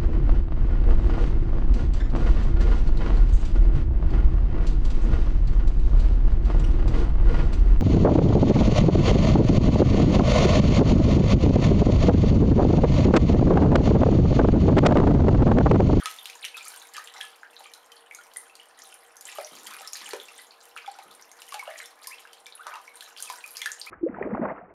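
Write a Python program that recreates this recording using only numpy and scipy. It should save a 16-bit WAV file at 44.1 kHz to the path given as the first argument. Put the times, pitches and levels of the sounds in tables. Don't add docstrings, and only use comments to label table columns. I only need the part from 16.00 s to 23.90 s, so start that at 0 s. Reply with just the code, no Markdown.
import sys
import numpy as np
from scipy import signal
from scipy.fft import rfft, irfft, next_fast_len
from scipy.io import wavfile

SR = 44100
rng = np.random.default_rng(int(sys.argv[2]) if len(sys.argv) > 2 else 0)


def int16_out(signal):
    q = np.round(np.clip(np.atleast_2d(signal).T, -1, 1) * 32767)
    wavfile.write(sys.argv[1], SR, q.astype(np.int16))


N = 348375
TIME = np.arange(N) / SR


def drops(strays, slap_cycles=0.41, slap_db=3, splat_db=-3, splat_t60=0.017, cavity_db=-3, cavity_hz=620):
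    # start in seconds, bubble pitch in Hz,
    # bubble level in dB, ring time (t60) in ms, impact level in dB.
    featured_drops = [(0.058, 1292, -30, 76, -10), (0.187, 3530, -33, 16, -50),
                      (0.257, 3370, -21, 1.6, -18), (0.299, 2520, -35.5, 19, -23),
                      (0.3539, 934, -45, 66, -42), (0.444, 2430, -20, 2.4, -23),
                      (0.450, 2950, -21.5, 4.5, -13.5), (0.544, 2545, -30.5, 27, -40.5),
                      (0.569, 1370, -41, 50, -22), (0.577, 3630, -29, 6.2, -26),
                      (0.609, 2370, -34.5, 19, -41), (0.682, 8700, -34, 1.5, -15.5),
                      (0.967, 1590, -36, 28, -17.5), (0.979, 1216, -31.5, 24.5, -45),
                      (1.074, 3137, -29.5, 3.8, -26.5), (1.206, 1704, -29.5, 26, -45),
                      (1.211, 3193, -20, 4.9, -21), (1.432, 1590, -30, 14, -41),
                      (1.5655, 3860, -33, 8.4, -45), (1.606, 800, -36, 19, -33),
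                      (1.642, 2840, -37.5, 3.6, -34), (1.737, 4050, -36, 8, -23.5),
                      (1.919, 3100, -41.5, 25, -29), (2.111, 2207, -30.5, 20, -36),
                      (2.1485, 6710, -39.5, 7.3, -20.5), (2.1875, 1422, -41, 46, -39),
                      (2.362, 1990, -33.5, 31, -26.5), (2.37, 9270, -19.5, 2.94, -43),
                      (2.554, 4580, -37.5, 3.3, -26.5), (2.598, 2910, -39.5, 20, -38.5),
                      (2.79, 6735, -44, 4.2, -28), (2.82, 5910, -29, 1.6, -33.5),
                      (2.926, 2930, -38, 8.3, -40), (2.942, 9920, -44, 3.4, -23.5),
                      (3.168, 6240, -41, 8.8, -27), (3.21, 6980, -45.5, 7.9, -19.5),
                      (3.254, 7600, -25, 2.5, -26), (3.385, 640, -18, 12.5, -24),
                      (3.447, 5870, -25.5, 3.5, -27), (3.669, 3273, -35, 18, -17.5),
                      (3.707, 1060, -44, 55, -43), (3.731, 2450, -39, 37, -34.5),
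                      (3.809, 796, -32.5, 6.4, -28), (3.875, 5360, -27, 7, -18),
                      (3.933, 6340, -23, 1.27, -12.5), (3.956, 4800, -26, 4.1, -24),
                      (4.109, 4300, -30.5, 8, -22), (4.134, 461.5, -18, 11.3, -17),
                      (4.2, 3510, -28.5, 6.8, -29), (4.2845, 2696, -38.5, 17, -32),
                      (4.509, 4320, -37, 6, -46), (4.764, 1400, -28, 6.3, -29),
                      (4.776, 2470, -27, 3.2, -25), (4.877, 799, -31, 74, -31.5),
                      (4.988, 820, -31, 11.8, -29), (5.224, 5780, -34, 2.7, -39),
                      (5.316, 6560, -38, 7.7, -28), (5.419, 2900, -41, 13.3, -23.5),
                      (5.491, 10700, -34.5, 2.1, -38), (5.523, 1123, -32.5, 37, -24),
                      (5.543, 838, -30, 82, -15.5), (5.594, 2220, -31.5, 49, -23),
                      (5.626, 1060, -33, 22, -43), (5.677, 664, -24, 54, -45),
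                      (5.789, 3210, -35.5, 4.9, -21.5), (5.802, 1888, -24.5, 5.3, -41),
                      (5.858, 5510, -42, 11.6, -23), (6.044, 2150, -39, 20, -31),
                      (6.0717, 9900, -35, 1.5, -13), (6.072, 4970, -32.5, 6.8, -17.5),
                      (6.074, 1045, -39, 71, -38.5), (6.252, 1550, -36.5, 13, -48),
                      (6.332, 3150, -40.5, 14.4, -27.5), (6.459, 3560, -36, 11, -40),
                      (6.466, 2320, -37, 24, -24.5), (6.524, 3870, -33, 7, -45),
                      (6.553, 10300, -31.5, 3.9, -33), (6.668, 989, -19, 2.7, -21.5),
                      (6.756, 1034, -27.5, 5.2, -27), (6.878, 2210, -35.5, 27, -43),
                      (6.956, 9220, -35, 2.3, -35), (7.008, 3700, -27.5, 1.8, -24),
                      (7.185, 4480, -33, 5.8, -30), (7.225, 7400, -47.5, 10, -9.5),
                      (7.3, 985, -26, 18, -18), (7.44, 2450, -30, 21, -31), (7.508, 11500, -32.5, 4, -46),
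                      (7.5694, 5060, -29.5, 9, -13.5), (7.6173, 3410, -22.5, 7.8, -15),
                      (7.618, 2040, -24.5, 13, -29), (7.659, 1730, -18, 14, -12),
                      (7.718, 6700, -17, 1.4, -44), (7.798, 8560, -33.5, 4.8, -24),
                      (7.815, 4580, -21, 3.8, -26.5)]
    out, t = np.zeros(N), TIME[:1024]
    soften = signal.butter(1, 9000, fs=SR)
    for at, hz, bubble_db, ring_ms, impact_db in featured_drops + strays:
        slap = signal.lfilter(*soften, fade(t, slap_cycles / hz))
        burst = rng.standard_normal(len(t)) * fade(t, splat_t60)
        splat = resonate(burst, 800 + 0.93 * hz, width=1600 + 0.12 * hz)
        splat /= np.linalg.norm(splat)
        sound = np.zeros(SR // 10)
        add(sound, 0, undb(impact_db) * (undb(slap_db) * slap + undb(splat_db) * splat))
        add(sound, 0, undb(bubble_db) * bubble(hz, ring_ms / 1000, rise=0.034, onset_cycles=0.57))
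        knock_gain = undb(bubble_db + cavity_db) / (1 + (hz / cavity_hz) ** 4)
        add(sound, 0, knock_gain * bubble(1.86 * hz, t60=0.0076, rise=0.035, onset_cycles=0.059))
        add(out, at, tub(highpass(sound, 0.89 * hz)))
    return out


def stray_drops(slosh, count, low_hz=1822, high_hz=10180, ring_cycles=33, follow=0.68, pivot_db=-55):
    rows, activity = [], np.cumsum(slosh ** .95)
    for k, (when, pitch, damping, trapped, struck) in enumerate(rng.random((count, 5))):
        i = min(np.searchsorted(activity, activity[-1] * (k + when) / count), N - 1)
        hz = low_hz * (high_hz / low_hz) ** pitch
        ring_ms = 1000 * ring_cycles * (.5 + damping) / hz
        stir_db = pivot_db + follow * (20 * np.log10(slosh[i]) - pivot_db)
        bubble_db = stir_db + 14.5 + 3 * (2 * trapped - 1)
        impact_db = stir_db + 17 + 6 * (2 * struck - 1)
        rows.append((i / SR, hz, bubble_db, ring_ms, impact_db))
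    return rows


def bubble(hz, t60, rise, onset_cycles):
    t60 = max(t60, .001)
    t = np.arange(int(t60 * SR)) / SR
    cycles = hz * t * (1 + rise * t / t60 / 2)
    swell = (1 - np.exp(-cycles / onset_cycles)) * fade(t, t60)
    return np.sin(2 * np.pi * cycles) * swell / swell.max()


def stirring(attack_s=0.032, settle_t60=0.55, idle_slosh_db=-62.5, idle_spray_db=-64):
    # start in seconds, hold in seconds, slosh in dB, fine spray in dB.
    bouts = [(0.0, 0.038, -44.5, -48.5), (0.09, 0.26, -55.5, -50), (0.572, 0.23, -52, -49.5),
             (0.941, 0.07, -47.5, -53), (1.143, 0.063, -48, -51.5), (1.597, 0.077, -57, -58),
             (2.315, 0.044, -59.5, -58), (2.802, 0.076, -57.5, -55.5), (3.258, 0.14, -48.5, -48),
             (3.532, 0.073, -56.5, -47), (3.654, 0.18, -49.5, -51), (3.945, 0.16, -47, -47.5),
             (4.214, 0.073, -53, -53.5), (4.377, 0.016, -58.5, -49.5), (4.617, 0.026, -71.5, -54.5),
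             (4.825, 0.15, -53.5, -62.5), (5.125, 0.04, -61.5, -56.5), (5.378, 0.07, -57.5, -57.5),
             (5.495, 0.2, -56, -55.5), (5.672, 0.12, -49.5, -53), (6.03, 0.13, -56, -56),
             (6.638, 0.11, -53, -60.5), (6.958, 0.089, -53.5, -55.5), (7.197, 0.15, -52.5, -46.5),
             (7.439, 0.25, -54, -51.5), (7.849, 0.054, -50, -52)]
    slosh_power = np.full(N, undb(idle_slosh_db) ** 2)
    spray_power = np.full(N, undb(idle_spray_db) ** 2)
    for at, hold, slosh_db, spray_db in bouts:
        start = max(at - attack_s, 0)
        t = TIME[:SR] + start - at
        shape = np.clip(1 + t / attack_s, 0, 1) * fade(np.maximum(t - hold, 0), settle_t60)
        add(slosh_power, start, (undb(slosh_db) * shape) ** 2)
        add(spray_power, start, (undb(spray_db) * shape) ** 2)
    return np.sqrt(slosh_power), np.sqrt(spray_power)


def paddling(slosh, spray, churn_db=-6, mist_db=-8.5, froth_db=-5):
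    # frequency in Hz, gain in dB.
    churn_eq = [(300, 4), (500, -15.5), (800, 0), (1400, 3.5), (2500, 2), (4000, -1.5), (6000, -12),
                (10000, -54), (15000, -34)]
    # frequency in Hz, gain in dB.
    mist_eq = [(1000, -6.5), (3000, -8.5), (6000, -11), (9800, -8.5), (12500, -15.5), (15500, -3)]
    froth = undb(froth_db) * rng.standard_normal(N)
    small_bubbles = patter(412, 7730, ring_cycles=33.5, spread_db=12, count=1900)
    tiny_bubbles = patter(2950, 13370, ring_cycles=24, spread_db=15, count=1000)
    churn = unit(colour(small_bubbles + froth, churn_eq))
    mist = unit(colour(tiny_bubbles + froth[::-1], mist_eq))
    return churn * slosh * undb(churn_db) + mist * spray * undb(mist_db)


def patter(low_hz, high_hz, ring_cycles, spread_db, count):
    out = np.zeros(N)
    for when, pitch, strength, damping in rng.random((count, 4)):
        hz = low_hz * (high_hz / low_hz) ** pitch
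        db = spread_db * min(-np.log(1 - strength), 2)
        ring = bubble(hz, ring_cycles * (.5 + damping) / hz, rise=0.39, onset_cycles=0.26)
        add(out, when * N / SR, undb(db) * hz * ring)
    return unit(out)


def crackle(spray, count, crackle_db=-8, spread_db=9, low_hz=4500):
    ticks = np.zeros(N)
    for when, strength in rng.random((count, 2)):
        ticks[int(when * N)] += undb(spread_db * min(-np.log(1 - strength), 2))
    return unit(highpass(ticks, low_hz)) * spray * undb(crackle_db)


def gurgles(gap_s=.009, spread_octaves=0.53, ring_cycles=11.7, scatter_db=1.5):
    # start in seconds, length in seconds, middle pitch in Hz, bubble level in dB.
    air_pockets = [(0.0, 0.03, 1700, -37.5), (0.452, 0.04, 2800, -33.5), (1.135, 0.06, 1003, -43.5),
                   (3.67, 0.11, 1690, -40), (3.96, 0.07, 2400, -41.5), (4.763, 0.03, 2100, -31),
                   (6.659, 0.12, 1300, -37), (7.163, 0.04, 3710, -35)]
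    out = np.zeros(N)
    for at, length, middle_hz, db in air_pockets:
        run = np.zeros(SR // 4)
        for k, (late, pitch, strength) in enumerate(rng.uniform(-1, 1, (20, 3))):
            start = gap_s * (k + .5 + late / 2)
            if start < length:
                hz = middle_hz * 2 ** (spread_octaves * pitch)
                ring = bubble(hz, ring_cycles / hz, rise=0.16, onset_cycles=0.58)
                add(run, start, undb(db + scatter_db * strength) * ring)
        add(out, at, tub(run))
    return out


def peeps(waver=0.0052):
    # start in seconds, length in seconds, first, middle and last pitch in Hz, level in dB.
    calls = [(0.424, 0.021, 4740, 2970, 2100, -40.5), (4.071, 0.026, 1192, 1390, 1910, -59),
             (6.103, 0.044, 1514, 2466, 2690, -44), (6.591, 0.033, 1050, 1420, 1580, -45),
             (7.27, 0.029, 2680, 2400, 1900, -47), (7.583, 0.048, 2020, 2400, 2200, -48.5),
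             (7.865, 0.028, 1910, 2460, 2410, -39.5)]
    out = np.zeros(N)
    for at, length, first_hz, middle_hz, last_hz, db in calls:
        progress = np.linspace(0, 1, int(length * SR))
        glide = np.polyfit([0, .5, 1], [first_hz, middle_hz, last_hz], 2)
        hz = np.polyval(glide, progress) * (1 + waver * wander(355)[:len(progress)])
        flutter = undb(1.3 * wander(240)[:len(progress)])
        swell = np.sqrt(4 * progress * (1 - progress)) * flutter
        add(out, at, undb(db) * swell * np.sin(2 * np.pi * np.cumsum(hz) / SR))
    return out


def slops(push_t60=0.97):
    # start in seconds, peak level in dB.
    waves = [(3.516, -46), (4.014, -50), (5.055, -50.5)]
    # frequency in Hz, bandwidth in Hz, relative level in dB.
    shell_modes = [(171, 15, -27), (211, 6.4, 0), (251, 8.9, -6), (320, 190, 0)]
    out, t = np.zeros(N), TIME[:SR // 2]
    for at, db in waves:
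        push = rng.standard_normal(len(t)) * fade(t, push_t60)
        shell = sum(undb(mode_db) * resonate(push, hz, width) for hz, width, mode_db in shell_modes)
        rumble = highpass(shell, 130)
        add(out, at, undb(db) * rumble / np.abs(rumble).max())
    return out


def tub(x, tail_db=-3, split_hz=4000, low_t60=.3, high_t60=.21, build_s=0.0024, path_spread=.2):
    # typical delay in ms, level in dB.
    wall_echoes = [(.8, -10.5), (2.2, -11), (3.5, -8), (5.8, -50), (9.5, -16.5), (13.8, -12.5)]
    t = TIME[:SR // 4]
    noise = rng.standard_normal(len(t)) * (1 - np.exp(-t / build_s))
    low = signal.lfilter(*signal.butter(1, split_hz, fs=SR), noise)
    tail = low * fade(t, low_t60) + (noise - low) * fade(t, high_t60)
    response = undb(tail_db) * tail / np.linalg.norm(tail)
    response[0] += 1
    for ms, db in wall_echoes:
        delay = ms / 1000 * np.exp(path_spread * rng.uniform(-1, 1))
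        response[int(delay * SR)] += undb(db)
    return signal.fftconvolve(x, response)


def hollow(x, send_db=-4):
    # frequency in Hz, bandwidth in Hz, relative level in dB.
    air_modes = [(392, 14, 6), (576, 18, 4), (608, 18, 3), (775, 18, 3), (981, 26, 1), (1277, 35, 1),
                 (1706, 25, 2)]
    return sum(undb(db + send_db) * resonate(x, hz, width) for hz, width, db in air_modes)


def room(hiss_db=-59, wander_hz=9, wander_db=4):
    # frequency in Hz, gain in dB.
    hiss_eq = [(25, -13.5), (48, -32), (60, -13.5), (90, -22.5), (150, -23.5), (210, -13.5), (310, -7),
               (450, -3.5), (780, 2.5), (1500, -5), (3000, -18), (6000, -41), (10000, -27.5), (15000, -26)]
    # pitch in Hz, level in dB.
    whir_tones = [(470, -68), (780, -71), (1040, -72)]
    out = unit(colour(rng.standard_normal(N), hiss_eq)) * undb(hiss_db)
    for hz, db in whir_tones:
        phase = 2 * np.pi * np.cumsum(hz + wander_hz * wander(45)) / SR
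        out += undb(db + wander_db * wander(25)) * unit(np.sin(phase))
    return out


def undb(db):
    return 10 ** (np.asarray(db) / 20)


def unit(x):
    return x / np.sqrt(np.mean(x ** 2))


def fade(t, t60):
    return np.exp(-np.log(1000) * t / max(t60, 1e-4))


def add(out, at, sound):
    i = int(np.clip(at * SR, 0, len(out)))
    out[i:i + len(sound)] += sound[:len(out) - i]


def colour(x, points):
    hz, db = np.transpose(points)
    size = next_fast_len(len(x), real=True)
    f = np.maximum(np.fft.rfftfreq(size, 1 / SR), 1)
    gain = undb(np.interp(np.log(f), np.log(hz), db))
    return irfft(rfft(x, size) * gain, size)[:len(x)]


def resonate(x, hz, width):
    return signal.lfilter(*signal.iirpeak(hz, hz / width, fs=SR), x)


def highpass(x, hz):
    return signal.lfilter(*signal.butter(2, min(hz, SR / 3), "highpass", fs=SR), x)


def wander(rate_hz):
    knots = rng.standard_normal(int(N / SR * rate_hz) + 2)
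    return np.interp(TIME * rate_hz, np.arange(len(knots)), knots)


def scene():
    slosh, spray = stirring()
    bath = sum(tub(paddling(slosh, spray))[:N] for _ in range(2))
    bath += tub(peeps() + crackle(spray, count=320))[:N]
    bath += gurgles()
    bath += drops(stray_drops(slosh, count=56))
    bath = highpass(highpass(bath, 490), 160)
    return (bath + hollow(bath) + slops() + room())[None]


def record(dry, notch_hz=7870, notch_width_hz=420, top_hz=15600):
    x = dry[0] - resonate(dry[0], notch_hz, notch_width_hz)
    x = colour(x, [(20, -5.5), (6000, 2), (10000, 4.5), (12500, 2.5), (15500, -12.5)])
    high_cut = signal.ellip(8, .2, 70, top_hz, fs=SR, output="sos")
    return signal.sosfilt(high_cut, x)[None]


dry = scene()
out = record(dry)
int16_out(out)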